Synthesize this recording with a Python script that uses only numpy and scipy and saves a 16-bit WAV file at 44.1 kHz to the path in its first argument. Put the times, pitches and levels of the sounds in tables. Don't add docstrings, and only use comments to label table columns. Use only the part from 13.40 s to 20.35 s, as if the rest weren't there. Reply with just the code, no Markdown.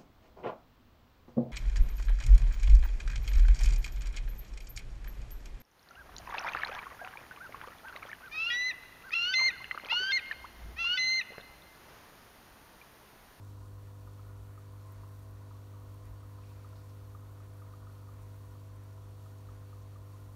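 import sys
import numpy as np
from scipy import signal
from scipy.fft import rfft, irfft
from scipy.io import wavfile
from scipy.ndimage import uniform_filter1d

SR = 44100
rng = np.random.default_rng(int(sys.argv[2]) if len(sys.argv) > 2 else 0)


def to_wav(s):
    ch = np.atleast_2d(s).T
    pcm = np.round(np.clip(ch, -1, 1) * 32767)
    wavfile.write(sys.argv[1], SR, pcm.astype(np.int16))


def gain_from_db(level_db):
    decades = np.asarray(level_db, float) / 20
    return 10 ** decades


N = 306555
T = np.arange(N) / SR

# (multiple of the mains, level [dB rms])
HUM_MULTIPLES = [(2, -48), (3, -66.5), (4, -87), (5, -69), (6, -68), (7, -94.5), (8, -71), (9, -95),
                 (10, -68.5), (11, -78.5), (12, -83), (13, -74.5), (14, -79.5), (15, -82.5), (16, -82),
                 (17, -82), (18, -81.5), (19, -87), (20, -77.5), (21, -89), (24, -94), (30, -88),
                 (33, -102.0), (34, -98), (35, -89), (37, -92.5), (38, -95.5), (39, -100.4)]
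# (frequency [Hz], power per Hz [dB])
FLOOR_COLOUR = [(20, -44), (32, -22), (42, -10.5), (53, -1.5), (65, -6), (80, -8), (95, -6), (110, -27),
                (140, -40)]
# (frequency [Hz], power per Hz [dB])
FAR_COLOUR = [(15, -108), (24, -102), (32, -91), (45, -85), (70, -83.5), (88, -80), (100, -81.5),
              (115, -95)]
# (time [s], peak [dB], half length [s])
FLOOR_SWELLS = [(.26, -48, 0.16), (.66, -50, 0.056), (.98, -47, 0.11), (1.33, -53, 0.079),
                (1.62, -50.5, .07), (1.9, -50.5, 0.11), (2.45, -53, 0.3), (2.71, -43, 0.04),
                (2.84, -52, .04), (3.05, -50, .12), (3.38, -53, 0.068), (3.67, -48.5, 0.1),
                (3.93, -52, .07), (4.11, -54, .04), (4.38, -52, 0.081), (4.8, -52, 0.11), (5.11, -51, .05),
                (5.33, -53, 0.062), (5.66, -54, 0.092), (6.11, -49, .07), (6.4, -53, .12), (6.61, -49, .04),
                (6.88, -51, 0.082)]
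# (time [s], peak [dB], pitch [Hz], length [s])
HOUSE_BUMPS = [
    (0.943, -51, 55, 0.11),
    (2.677, -46, 49.4, 0.078),
]
# (frequency [Hz], power per Hz [dB])
ROOM_COLOUR = [(60, -99), (110, -89.5), (135, -89), (175, -94), (210, -91), (350, -95.5), (430, -97),
               (600, -99), (700, -100), (800, -103), (1300, -104), (1600, -112), (2200, -125)]
# (frequency [Hz], power per Hz [dB])
WATER_COLOUR = [(900, -36), (1300, -5), (1550, 0), (1900, -2), (2150, -4), (2700, -10.5), (3500, -28),
                (5000, -22)]
# (time [s], peak [dB], half length [s])
SURFACE_SPLASHES = [(.06, -79, 0.037), (.45, -79, .1), (1.18, -73.5, .1), (1.54, -75, 0.082),
                    (1.99, -74, .03), (2.67, -71, .02), (3.15, -76.5, 0.31), (4.035, -73, 0.027),
                    (4.9, -78, 0.16), (5.42, -75, 0.082), (6.21, -77, .15), (6.73, -78, .04)]
# (frequency [Hz], power per Hz [dB])
HISS_COLOUR = [(1800, -116), (2500, -109.5), (4600, -109), (4900, -114.5), (5400, -111), (7300, -112),
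               (7650, -115.5), (8800, -112), (9900, -113), (10400, -116), (11200, -113), (12600, -111.5),
               (14200, -113), (16500, -114)]
# (frequency [Hz], width [Hz], level [dB rms])
HOSE_NOTES = [(129.3, 3.9, -81), (381.4, 10, -80.5), (643.3, 8.9, -78), (4550, 80, -91.5),
              (11330, 190, -90), (14700, 150, -92.5)]
# (frequency [Hz], width [Hz], level [dB rms])
ELECTRIC_WHISTLE = [(5720, 30, -94), (11440, 22, -90)]
# (frequency [Hz], time to fall 60 dB [s], level [dB])
LID_MODES = [(958.5, .08, -4), (1046, 0.074, -1.5), (1129, 0.054, -4.5), (1250, .06, -7),
             (1340, 0.043, -9.5), (1434, 0.053, -7.5), (1848, 0.054, -17.5)]
# (time [s], strength [dB], brightness of the upper lid modes [dB])
BUBBLE_STREAM = [(0.0, -68, 1.5), (0.6, -70.5, -2), (0.89, -69, 2), (1.2, -69, -1), (1.51, -66, -2.5),
                 (2.32, -69, 0), (2.77, -69.5, -1.5), (3.17, -66.5, -3.5), (3.39, -70, 0), (4.65, -68, 2.5),
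                 (4.97, -70, -1.5), (5.46, -70.5, -1), (6.58, -69, 0), (6.95, -70, 0)]
# (time [s], level [dB], centre [Hz], width [Hz], length [s])
RUSTLE_BURSTS = [(0.0, -77, 6000, 6000, 0.28), (1.35, -81, 4200, 2500, 0.4),
                 (1.519, -64, 14500, 5000, .012), (2.963, -76, 4180, 3000, 0.59),
                 (3.0, -74.5, 2470, 700, 0.31), (3.35, -70.5, 4020, 1200, .05),
                 (3.357, -74, 5200, 2600, .055), (3.49, -72, 4800, 2500, 0.024),
                 (4.55, -71, 3000, 2000, .01), (4.817, -70, 8000, 9000, .02), (5.527, -72, 6000, 3000, .01),
                 (5.98, -73, 6500, 6000, .012), (6.42, -75, 6500, 2500, .01)]
# (time [s], peak [dB], upper note [Hz], lower minus upper note [dB])
BIG_POPS = [(0.6737, -56, 1225, -1), (0.7938, -57.5, 1250, -13), (0.9177, -68, 1260, 1),
            (1.1764, -53, 1250, -18), (1.3561, -70, 1410, 6), (1.6354, -58, 1230, -1),
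            (2.1091, -62, 1250, 10), (2.337, -59.5, 1160, -1), (2.4184, -62, 1190, -2),
            (2.547, -64, 1270, 6), (2.83, -59, 1250, -2), (2.984, -58.5, 1250, 6),
            (3.2453, -55.5, 1240, -18), (3.3288, -62, 1350, 6), (3.7485, -50.5, 1210, -20),
            (4.002, -58, 1250, -10), (4.156, -62, 1140, -2), (4.2193, -54, 1220, -6),
            (4.336, -53.5, 1215, -13), (4.469, -54, 1250, -12), (4.6244, -70, 1340, 9),
            (4.6887, -54, 1194, -4), (5.153, -60, 1150, -5), (5.298, -64, 1160, 0), (5.5767, -67, 1320, 10),
            (5.861, -59, 1250, -14), (6.0868, -54, 1250, -15), (6.328, -55.5, 1220, -18),
            (6.5575, -54.5, 1190, -11)]


def unit(x):
    return x / np.sqrt(np.mean(x ** 2))


def coloured(table):
    hz, db = np.transpose(table)
    log_hz = np.log(np.arange(1, N // 2 + 2) * SR / N)
    gain = gain_from_db(np.interp(log_hz, np.log(hz), db, left=-200, right=-200))
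    return irfft(rfft(rng.standard_normal(N)) * gain, N) * np.sqrt(SR / 2)


def band(x, hz, width):
    return signal.lfilter(*signal.iirpeak(hz, hz / width, SR), x)


def ring(x, hz, t60):
    pole = np.exp((2j * np.pi * hz - np.log(1000) / t60) / SR)
    return signal.lfilter([1], [1, -pole], x).imag


def walk(rate):
    hold = int(SR / rate)
    steps = np.repeat(rng.standard_normal(N // hold + 1), hold)
    smooth = uniform_filter1d(uniform_filter1d(steps, hold), hold)
    return unit(smooth[:N])


def flicker(x, edges_hz, slow_db, quick_db):
    out = 0
    for hz in edges_hz:
        low = signal.sosfiltfilt(signal.butter(2, hz, fs=SR, output="sos"), x)
        out = out + low * gain_from_db(slow_db * walk(3.26) + quick_db * walk(21.96))
        x = x - low
    return out + x * gain_from_db(slow_db * walk(4) + 1.1 * quick_db * walk(22))


def humps(table, rest_db):
    power = gain_from_db(rest_db) ** 2
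    for s, db, half in table:
        power = power + gain_from_db(db) ** 2 * np.exp(-((T - s) / half) ** 2)
    return np.sqrt(power)


def stream(column=1):
    columns = np.transpose(BUBBLE_STREAM)
    return np.interp(T, columns[0], columns[column] - np.median(columns[column]))


def pump():
    mains_hz = 49.957
    speed_up = .004 * (T - 2.6) ** 2
    out = np.zeros(N)
    for k, db in HUM_MULTIPLES:
        lag = .215 * (k - 6.33) ** 2 - .8 - .8 * (k % 3 == 0)
        waver_db = (0.3 + 0.032 * k) * (k > 2) * walk(5)
        tone = np.cos(2 * np.pi * k * mains_hz * T + k * speed_up - lag)
        out += gain_from_db(db + waver_db) * np.sqrt(2) * tone
    return out


def rumble():
    shake = coloured(FLOOR_COLOUR)
    window = int(0.025 * SR)
    power = uniform_filter1d(uniform_filter1d(shake ** 2, window), window)
    shake = shake / np.sqrt(power)
    steep = signal.butter(3, [38, 76], "bandpass", fs=SR, output="sos")
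    near = signal.sosfiltfilt(steep, shake * humps(FLOOR_SWELLS, -60)) * gain_from_db(-3.6)
    out = near + coloured(FAR_COLOUR)
    for s, db, hz, length in HOUSE_BUMPS:
        swell = np.sin(np.pi * np.clip((T - s) / length, 0, 1))
        bump = gain_from_db(db + 3.0) * swell * np.sin(2 * np.pi * hz * T)
        out = out * (1 - 0.36 * swell) + bump
    return out


def room_air():
    return coloured(ROOM_COLOUR) * gain_from_db(0.37 * walk(3))


def wash():
    level = humps(SURFACE_SPLASHES, -77.5 + .4 * stream())
    return unit(coloured(WATER_COLOUR)) * level * gain_from_db(0.86 * walk(12))


def hiss():
    return flicker(coloured(HISS_COLOUR), [3500, 6000, 10000], slow_db=0.2, quick_db=0.8)


def spray(per_s=12):
    drops = (rng.random(N) < per_s / SR) * gain_from_db(1.9 * rng.exponential(size=N))
    fading = signal.lfilter([1], [1, -.994], drops)
    return fading * band(rng.standard_normal(N), 9800, 5000) * gain_from_db(-67)


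def whistles():
    out = np.zeros(N)
    for hz, width, db in HOSE_NOTES + ELECTRIC_WHISTLE:
        note = unit(band(rng.standard_normal(N), hz, width))
        out += gain_from_db(db + 0.97 * walk(2.5)) * note
    return out


def hush():
    gain = np.ones(N)
    for s, db, *_ in BIG_POPS:
        if db > -57:
            gain *= 1 - 0.31 * (T < s) * np.exp(-np.abs(s - T) / 0.044)
    return gain


def fizz(per_s=700):
    bright_db = stream(column=2)
    out = 0
    for hz, t60, db in LID_MODES:
        sizes = gain_from_db(1.4 * rng.exponential(size=N)) * rng.standard_normal(N)
        bursts = (rng.random(N) < per_s / SR) * sizes
        share = np.clip((hz - 1050) / 250, 0, 1)
        patches = gain_from_db(db + share * bright_db + 0.74 * walk(8))
        out = out + patches * unit(band(ring(bursts, hz, t60), hz, 500))
    return unit(out) * hush() * gain_from_db(-67 + .8 * stream() + .6 * walk(14))


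def rustles():
    out = np.zeros(N)
    for s, db, hz, width, length in RUSTLE_BURSTS:
        age = np.clip((T - s) / length, 0, None)
        noise = band(band(rng.standard_normal(N), hz, width), hz, width)
        grain = noise * gain_from_db(1.3 * walk(150))
        out += gain_from_db(db) * unit(grain) * np.minimum(8 * age, 1) * np.exp(-age ** 2)
    return out


def pops():
    t60, rise = .03, .0015
    out, clicks = np.zeros(N), np.zeros(N)
    t = np.arange(SR // 8) / SR
    shape = (1 - np.exp(-t / rise)) * 1000 ** (-t / t60)
    for s, db, upper_hz, lower_db in BIG_POPS:
        i = int(s * SR)
        lower_hz = 1016 - lower_db
        upper = np.sin(2 * np.pi * upper_hz * t)
        slower_fade = np.exp(t / t60 * 1.8)
        lower = gain_from_db(lower_db - 6.0) * slower_fade * np.sin(2 * np.pi * lower_hz * t)
        out[i:i + len(t)] += gain_from_db(db + 3.5) * (upper + lower) * shape / shape.max()
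        clicks[i] = gain_from_db(db + max(lower_db, 0))
    for hz, mode_t60, db in LID_MODES:
        out += gain_from_db(db - 25) * band(ring(clicks, hz, 1.9 * mode_t60), hz, 400)
    return out


def scene():
    air = room_air() + wash() + hiss() + spray() + whistles()
    return (pump() + rumble() + air + fizz() + rustles() + pops())[None]


def band_limit(x):
    return signal.sosfilt(signal.butter(12, 15840, fs=SR, output="sos"), x)


def record(dry):
    top = signal.ellip(12, .2, 22, 15740, fs=SR, output="sos")
    mix = signal.sosfilt(top, dry)
    return band_limit(mix)


dry = scene()
out = record(dry)
to_wav(out)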